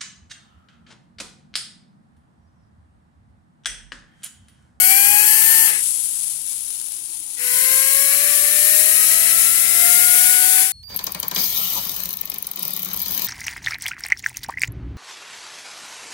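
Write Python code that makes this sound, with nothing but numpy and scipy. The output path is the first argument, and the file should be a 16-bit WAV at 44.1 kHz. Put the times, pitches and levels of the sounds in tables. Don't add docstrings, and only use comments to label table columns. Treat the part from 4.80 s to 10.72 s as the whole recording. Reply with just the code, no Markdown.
import sys
import numpy as np
from scipy import signal
from scipy.fft import rfft, irfft, next_fast_len
from scipy.io import wavfile
from scipy.ndimage import uniform_filter1d, map_coordinates

SR = 44100
rng = np.random.default_rng(int(sys.argv[2]) if len(sys.argv) > 2 else 0)


def output_pcm(signal):
    pcm = np.clip(np.atleast_2d(signal).T, -1, 1) * 32767
    wavfile.write(sys.argv[1], SR, np.round(pcm).astype(np.int16))


def magnitude_from_level(level_db):
    exponent = np.asarray(level_db, float) / 20
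    return 10 ** exponent


N = 261072

# (time [s], speed [turns/s])
SPEED = [(0.0, 146.7), (0.2, 159.3), (0.5, 172.2), (0.72, 178.3), (0.85, 178.2), (0.98, 170.3), (1.4, 142),
         (2.0, 116), (2.4, 103.2), (2.57, 98.6), (2.7, 99.9), (3.45, 116), (3.6, 116.5), (4.05, 123.5),
         (4.5, 132.6), (4.95, 136.3), (5.6, 148.8), (5.8, 151)]
MEAN_SPEED, INERTIA_SAMPLES = 135, 3000

# (time [s], flow [dB], force on the whistling edge [dB])
FLOW = [(0.0, 1.5, 4), (0.11, 2, -13), (0.85, 1.5, -6), (0.96, -3, -7), (1.025, -22, -8), (2.54, -30, -12),
        (2.6, -14.5, 0), (2.64, -8, 9), (2.75, -2, 5), (2.91, -1, 7.5), (3.77, -1, 5.5), (4.02, 0.5, 9.5),
        (4.54, 0.3, 3), (4.9, -2, 4), (5.0, 1.2, 3), (5.39, 2, 5), (5.82, 1.3, 1), (5.92, -9, -10)]
VALVE_SHUT_S, VALVE_OPEN_S = 1.025, 2.57

# (order [per turn], level over the 2nd order [dB])
MINOR_ORDERS = [(3, -5.5), (4, -6.5), (6, -4), (7, -3), (11, -26)]
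SHAFT_DB, SHAFT_GROWS, SHAFT_FOLLOWS = (-54, -51.5), (0.71, 1.02), 0.5
FRAME_HZ, FRAME_WIDTH_HZ, FRAME_DB = 312, 36, -59.5

VANES = 5
# level at the source [dB], dB per dB of flow, loss in coasting [dB]
VANE_DB, VANE_FOLLOWS = (-35, -32.5, -33, -34), (0.88, 1.14, 1.4, 0.6)
VANE_COAST_DB = (-11, -16, -1, -20)
VANE_FIRST_DB, FIRST_BURST_DB = (1, 3.5, 5, -2.5), 5.5
FIRST_FADES_S, FIRST_FADE_DB_PER_S = 0.904, 110
THIRD_FADES_S, THIRD_FADE_DB_PER_S = 5.58, 200

# (frequency [Hz], level [dB])
TUBES = [(100, -3), (500, -3), (800, -3), (1200, -7), (1700, 3.5), (2350, 2), (2750, -8.5), (3500, -12)]
# (centre [Hz], width [Hz], level [dB])
TUBE_RIDGES = [
    [(165, 18, 2.5), (730, 23, -2), (774, 34, 7), (829, 46, 9), (885, 62, -1.5), (1550, 50, -7.5),
     (1580, 30, 5), (1635, 30, -4.5), (1784, 24, 3.5), (2320, 48, 3.5), (2530, 220, 4.5), (2660, 110, -7.5)],
    [(137, 21, 8.5), (262, 69, 3.5), (606, 54, 5.5), (636, 8.7, -13.5), (672.5, 12, -5.5), (693, 16, 4),
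     (746, 21, 3.5), (1060, 78, 4), (1226.5, 63, -6.5), (1410, 153, 5.5), (1804, 28, 5), (2086, 75, 5),
     (2370, 40, -11), (2365, 36, 5)],
]

# (frequency [Hz], density [dB per Hz])
EXHAUST = [(18, -50), (30, -38.5), (80, -32), (125, -39), (178, -23), (239, -24.5), (439, -11),
           (640, -20.5), (806, -11), (896, -17), (2070, 5.5), (3290, -5), (4500, -5.5), (5850, -8),
           (9900, -120)]
EXHAUST_DB, EXHAUST_FOLLOWS = -33, 0.56

# (frequency [Hz], density [dB per Hz])
JET_FIRST = [(1760, -34), (3000, -11.5), (3820, -23), (4390, -10), (5710, -12.5), (9020, -3), (9540, -2.5),
             (10900, -5.5), (11600, 4.5), (12200, 3.5), (12800, -7.5), (13800, -0.5), (15700, -6)]
# (centre [Hz], width [Hz], level [dB])
JET_FIRST_RIDGES = [(11900, 350, 0), (12420, 350, -6.5), (11150, 300, -3.5), (9600, 400, 0)]
# (frequency [Hz], density [dB per Hz])
JET_SECOND = [(1760, -34), (3000, -14.5), (3310, -15.5), (4010, -13), (4670, -11.5), (6750, -9), (7280, -7),
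              (8960, -3.5), (10000, 0.5), (11300, -4), (13400, -6), (15700, -12.5)]
# (centre [Hz], width [Hz], level [dB])
JET_SECOND_RIDGES = [(7500, 380, 2), (10100, 600, 0.5), (10450, 280, -1), (12200, 180, -3.5),
                     (15500, 400, 3)]
JET_DB, JET_FOLLOWS = -19, 0.86
TOP_DB, TOP_FOLLOWS = -25, 1.2
JET_SHUT_S, JET_CLOSING_S = (0.965, 6.0), 0.1
WHISTLE_DB, WHISTLE_HZ, WHISTLE_WANDER_HZ = -24, (11750, 11390), 60.7

# (time [s], lag [ms])
TABLE_LAG = [
    (0.0, 0.67),
    (1.5, 0.69),
    (2.5, 0.71),
    (4.7, 0.753),
    (5.3, 0.846),
    (5.92, 0.87),
]
TABLE_ECHO, TABLE_LOW_HZ, TABLE_HIGH_HZ = 0.18, 2800, 6000

# (frequency [Hz], density [dB per Hz])
RUMBLE = [(12, -15), (20, 6.5), (49, -12.5), (140, -3), (191, -31), (254, -9.5), (490, -22), (734, -22),
          (809, -2.5), (1140, -20), (2000, -15), (2600, -36), (4400, -120)]
RUMBLE_DB = -60

# (frequency [Hz], density [dB per Hz])
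BEARING = [(710, -32), (1200, -27.5), (1810, -26.5), (2240, -20.5), (2750, -18.5), (3790, -15), (4810, -14),
           (7080, -9.5), (7720, -6.5), (9070, -2), (10100, 1), (15700, -29.5)]
# (centre [Hz], width [Hz], level [dB])
BEARING_RIDGES = [
    [(4200, 1200, -2), (4650, 150, 2), (8000, 1200, 3), (10300, 500, 1), (11800, 1200, 2)],
    [(4650, 150, 3), (8200, 700, -3), (9080, 300, 5), (9600, 400, -4), (10250, 400, 2), (11300, 900, -2)],
]
# (time [s], peak [dB])
KNOCKS = [(1.0643, -16), (1.1208, -22), (1.2576, -6), (1.5014, -20), (1.6073, -15), (1.6148, -17),
          (1.7163, -5), (1.755, -20), (1.8044, -23), (1.8822, -20), (1.904, -2), (1.9895, -11),
          (2.0143, -2), (2.0503, -20), (2.0853, -8), (2.1195, -3), (2.19, -17), (2.222, -19), (2.268, -24),
          (2.391, -11), (2.402, -13), (2.4315, -18), (2.4784, -17), (2.5078, -11), (2.5978, -20),
          (1.091, -16), (1.265, -12), (1.31, -9)]
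BEARING_DB, BEARING_GROWS = -27.5, 1.64
BEARING_SLOWEST = 105
BEARING_FAST, BEARING_SLOW = 150, 115
BEARING_SETTLE_DB, BEARING_SETTLE_S, BEARING_SETTLES_AT_S = 2, 0.03, 1.3

# (centre [Hz], width [Hz], level [dB])
HOUSING = [(3250, 190, 1), (4640, 130, -2.5), (7180, 140, 2), (8600, 1200, 0.5), (10350, 2300, 2.5),
           (13600, 600, 3.5), (15800, 1000, 12)]
# (frequency [Hz], left over right [dB])
SIDE_DB = [(60, 0.5), (110, 16), (200, 2), (700, 4), (1290, 9), (2380, 9), (4400, 12.5), (6500, 10),
           (8120, 14), (10300, 16.5), (11500, 6), (12100, 33), (12700, 8), (13400, 10)]
# (frequency [Hz], shared share [0-1])
LIKENESS = [(30, 0.2), (150, 0.9), (700, 0.36), (2000, 1), (3200, 0), (8000, 0.2), (15000, 0)]
RIGHT_LAG_S = 0.00018

# (frequency [Hz], level against neighbours [dB])
GATE_LEFT = [(300, -12), (600, -6.5), (1400, -5.5), (2400, -7), (3300, -3), (3800, -3), (4200, -4),
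             (4700, -3), (5900, -5), (6800, -12), (13000, -11), (13700, -5.5), (16000, -5.5)]
# (frequency [Hz], level against neighbours [dB])
GATE_RIGHT = [(1000, -9), (2800, -5), (3300, -2.5), (5200, -1.5), (6700, -.5), (7400, -2), (9600, -1.5),
              (10400, -6), (11900, -9), (12250, 6), (13150, 4), (13450, -1.5), (16000, -1)]
# (frequency [Hz], margin lost per dB of quiet [dB])
GATE_QUIET = [(2400, .07), (3000, -.12), (6500, -.12), (8000, .07)]


def at_hz(points, hz):
    mid_hz, level = np.transpose(points)
    return np.interp(np.log(hz + 1), np.log(mid_hz), level)


def ridges_db(ridges, hz):
    return sum(db / (1 + (2 * (hz - mid_hz) / width) ** 2) for mid_hz, width, db in ridges)


def housing(points, ridges=()):
    return lambda hz: at_hz(points, hz) + ridges_db(HOUSING + list(ridges), hz)


def in_time(rows):
    s, *columns = np.transpose(rows)
    return np.array([np.interp(np.arange(N) / SR, s, column) for column in columns])


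def drift(rate):
    r = np.exp(-40 * np.pi * rate / SR)
    slow = signal.lfilter([1], [1, -2 * r, r * r], rng.standard_normal(N // 20 + 4002))[4000:]
    return np.interp(np.arange(N) / 20, np.arange(len(slow)), slow / slow.std())


def valve():
    t = np.arange(N) / SR
    return uniform_filter1d(((t < VALVE_SHUT_S) | (t > VALVE_OPEN_S)) * 1., size=800)


def first_burst():
    return np.arange(N) / SR < (VALVE_SHUT_S + VALVE_OPEN_S) / 2


def to_ports(near, diffuse, colour_db, shift_db=0.0):
    size = next_fast_len(N)
    hz = np.arange(size // 2 + 1) * SR / size
    alike = np.clip(at_hz(LIKENESS, hz), 0, 1)
    left = rfft(near, size)
    lagged = left * np.exp(-2j * np.pi * hz * RIGHT_LAG_S)
    right = alike * lagged + np.sqrt(1 - alike ** 2) * rfft(diffuse, size)
    right = right * magnitude_from_level(shift_db - at_hz(SIDE_DB, hz))
    return irfft(np.array([left, right]) * magnitude_from_level(colour_db(hz)), size)[:, :N]


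def hiss(colour_db, gate=1, far_gate=1, shift_db=0.0):
    near, diffuse = rng.standard_normal((2, N))
    out = to_ports(near * gate, diffuse * far_gate, colour_db, shift_db)
    return out / out.mean(axis=0).std()


def split(x, edge_hz):
    filters = [signal.butter(8, edge_hz, kind, fs=SR, output="sos") for kind in ("low", "high")]
    parts = [signal.sosfilt(sos, x) for sos in filters]
    return [part / part.mean(axis=0).std() for part in parts]


def tone_levels(speed):
    t = np.arange(N) / SR
    first = t < VALVE_SHUT_S
    flow_db = in_time(FLOW)[0]
    facing_db = flow_db + FIRST_BURST_DB * first
    faster_db = 20 * np.log10(speed / MEAN_SPEED)

    def tubes(hz):
        return at_hz(TUBES, hz) + np.where(first, *[ridges_db(ridges, hz) for ridges in TUBE_RIDGES])

    shaft = [db + SHAFT_GROWS[k] * faster_db + SHAFT_FOLLOWS * facing_db + tubes((k + 1) * speed)
             for k, db in enumerate(SHAFT_DB)]
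    vane = np.array([db + VANE_FIRST_DB[k] * first + VANE_FOLLOWS[k] * flow_db + tubes(VANES * (k + 1) * speed)
                     for k, db in enumerate(VANE_DB)])
    vane[2] -= THIRD_FADE_DB_PER_S * np.maximum(t - THIRD_FADES_S, 0)
    vane[0] -= FIRST_FADE_DB_PER_S * np.maximum(t - FIRST_FADES_S, 0) * first
    return np.r_[shaft, vane]


def whine(turns, speed, levels):
    first, second, *vane = magnitude_from_level(levels) * np.sqrt(2)
    angle = 2 * np.pi * turns
    tones = first * np.sin(angle) + second * np.sin(2 * angle + 1)
    flowing = valve()
    for order, level_db in MINOR_ORDERS:
        height = second * magnitude_from_level(level_db + 2.64 * drift(6.0))
        tones += flowing * height * np.sin(order * angle + 3.1 * drift(1.02))
    hum = magnitude_from_level(FRAME_DB + 4 * drift(20)) / (1 + ((3 * speed - FRAME_HZ) / FRAME_WIDTH_HZ) ** 2)
    tones += hum * np.sin(3 * angle + 0.6 * drift(8))
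    for k, height in enumerate(vane):
        driven = np.maximum(flowing, magnitude_from_level(VANE_COAST_DB[k])) * height * magnitude_from_level(1.53 * drift(6.3))
        tones += driven * np.sin(VANES * (k + 1) * angle + 0.37 * k * drift(14.3))
    lagged = np.interp(np.arange(N) - RIGHT_LAG_S * 1.15 * SR, np.arange(N), tones)
    right = signal.lfilter(*signal.iirnotch(680, 14, fs=SR), lagged)
    return np.array([tones, magnitude_from_level(-6.5) * signal.lfilter([0.3], [1, -0.7], right)])


def exhaust(turns, flow_db):
    puffs = 1 + 0.31 * np.cos(2 * np.pi * VANES * turns)
    level_db = EXHAUST_DB + EXHAUST_FOLLOWS * flow_db + 1.0 + 1.0 * drift(27)
    return magnitude_from_level(level_db) * hiss(lambda hz: at_hz(EXHAUST, hz), puffs, puffs)


def jet(flow_db, closing):
    early = split(hiss(housing(JET_FIRST, JET_FIRST_RIDGES)), edge_hz=12350)
    late = split(hiss(housing(JET_SECOND, JET_SECOND_RIDGES)), edge_hz=12370)
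    body, top = np.where(first_burst(), early, late)
    gust_db = 0.5 * drift(7.9)
    body_db = JET_DB + JET_FOLLOWS * flow_db + 0.96 + gust_db
    top_db = TOP_DB + TOP_FOLLOWS * flow_db + gust_db + 0.32 * drift(3.6)
    return magnitude_from_level(body_db) * body + magnitude_from_level(top_db) * top * closing ** 1.2


def edge_whistle(flow_db, edge_db):
    low = signal.butter(2, 210, fs=SR, output="sos")
    slow = signal.sosfilt(low, rng.standard_normal((4, N)))
    slow = (slow[:2] + 1j * slow[2:]) / slow.std()
    slow[1] = 0.15 * slow[0] + 1.4 * slow[1]
    whistle_hz = np.where(first_burst(), *WHISTLE_HZ) + WHISTLE_WANDER_HZ * drift(3.0)
    carrier = np.exp(2j * np.pi * np.cumsum(whistle_hz) / SR)
    level_db = WHISTLE_DB + flow_db + edge_db - 8.5 + 1.06 * drift(7)
    return magnitude_from_level(level_db) * (slow * carrier).real * magnitude_from_level(np.array([[4], [-3]]))


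def air(turns):
    flow_db, edge_db = in_time(FLOW)
    left_s = np.where(first_burst(), *JET_SHUT_S) - np.arange(N) / SR
    closing = np.clip(left_s / JET_CLOSING_S, 0, 1)
    nozzle = jet(flow_db, closing) + edge_whistle(flow_db, edge_db)
    return valve() * (exhaust(turns, flow_db) + nozzle * closing)


def table_echo(x):
    lag_ms, = in_time(TABLE_LAG)
    mid = signal.butter(1, [TABLE_LOW_HZ, TABLE_HIGH_HZ], "band", fs=SR, output="sos")
    band = signal.sosfiltfilt(mid, x)
    late = np.arange(N) - lag_ms * SR / 1000
    return x + TABLE_ECHO * np.array([map_coordinates(side, [late], order=3) for side in band])


def rumble():
    return magnitude_from_level(RUMBLE_DB + 0.5 * drift(5.3)) * hiss(lambda hz: at_hz(RUMBLE, hz), shift_db=0.5)


def bearings(turns, speed):
    contacts = np.flatnonzero(np.diff(np.floor(2 * turns + 0.1 * drift(150))) > 0)
    force_db = 4.1 * rng.standard_normal(len(contacts)) + 2.5 * drift(6)[contacts]
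    taps = np.zeros(N)
    taps[contacts] = magnitude_from_level(np.clip(force_db, -30, 8))

    faster_db = 20 * np.log10(np.maximum(speed, BEARING_SLOWEST) / MEAN_SPEED)
    level_db = BEARING_DB + BEARING_GROWS * faster_db + 0.56 * drift(27)
    settled = (np.arange(N) / SR - BEARING_SETTLES_AT_S) / BEARING_SETTLE_S
    level_db += BEARING_SETTLE_DB / (1 + np.exp(settled))

    cracks = np.zeros(N)
    for s, peak_db in KNOCKS:
        cracks[round(s * SR)] = magnitude_from_level(peak_db)
    fade = np.exp(-1 / (0.001 * SR))
    hits = taps + 1.4 * cracks / magnitude_from_level(level_db + 21.5)
    ring = signal.lfilter([1 - fade], [1, -2 * fade, fade ** 2], hits) * 2.3
    smear = np.exp(-1 / (0.01 * SR))
    far = signal.lfilter([1 - smear], [1, -smear], ring)

    fast, slow = [hiss(housing(BEARING, ridges), 1.5 + ring, 1.62 + far, shift_db=-0.5)
                  for ridges in BEARING_RIDGES]
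    share = np.clip((speed - BEARING_SLOW) / (BEARING_FAST - BEARING_SLOW), 0, 1)
    rolling = magnitude_from_level(level_db) * (np.sqrt(share) * fast + np.sqrt(1 - share) * slow)
    cracked = to_ports(cracks, cracks, lambda hz: 0.5 * at_hz(BEARING, hz), shift_db=-1.0)
    return rolling + magnitude_from_level(-15.0) * cracked * cracks.max() / np.abs(cracked).max() * 2


def scene():
    speed = uniform_filter1d(in_time(SPEED)[0], size=INERTIA_SAMPLES, mode="nearest")
    turns = np.cumsum(speed) / SR
    blown = whine(turns, speed, tone_levels(speed)) + table_echo(air(turns))
    let_go = np.clip((N - np.arange(N)) / SR / 0.07, 0.55, 1)
    return blown + rumble() + bearings(turns, speed) * let_go


def band_gate(x):
    shape = dict(window="cosine", nperseg=2048, noverlap=1024)
    bins = signal.stft(x, **shape)[2]
    band_bins = np.clip(np.arange(160) / 5 - 1, 4, 8)
    edges = np.unique(np.cumsum(band_bins).astype(int).clip(0, 1024))
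    edges = np.r_[0, edges]
    widths = np.diff(np.r_[edges, 1025])
    power = np.add.reduceat(np.abs(bins) ** 2, edges, axis=1) / widths[:, None]
    level_db = 10 * np.log10(power + 1e-16)
    under_db = level_db - uniform_filter1d(level_db, size=15, axis=1)
    under_db += 2.8 * uniform_filter1d(rng.standard_normal(level_db.shape), size=2, axis=2)
    hz = (edges + widths / 2) * SR / 2048
    usual_db = np.median(level_db, axis=2, keepdims=True)
    under_db += at_hz(GATE_QUIET, hz)[:, None] * (level_db - usual_db)
    limit_db = np.array([at_hz(GATE_LEFT, hz), at_hz(GATE_RIGHT, hz)])[:, :, None]
    keep = np.repeat(under_db > limit_db, widths, axis=1)
    return signal.istft(bins * keep, **shape)[1][:, :N]


def band_limit(x):
    return signal.sosfilt(signal.butter(12, 15900, fs=SR, output="sos"), x)


def record(dry):
    top_cut = signal.ellip(8, 0.1, 40, 15830, fs=SR, output="sos")
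    cut = signal.sosfiltfilt(top_cut, dry)
    flattened = np.clip(2.4 * np.tanh(cut / 2.4), -1.02, 1.02)
    mix = band_gate(flattened)
    return band_limit(mix)


dry = scene()
out = record(dry)
output_pcm(out)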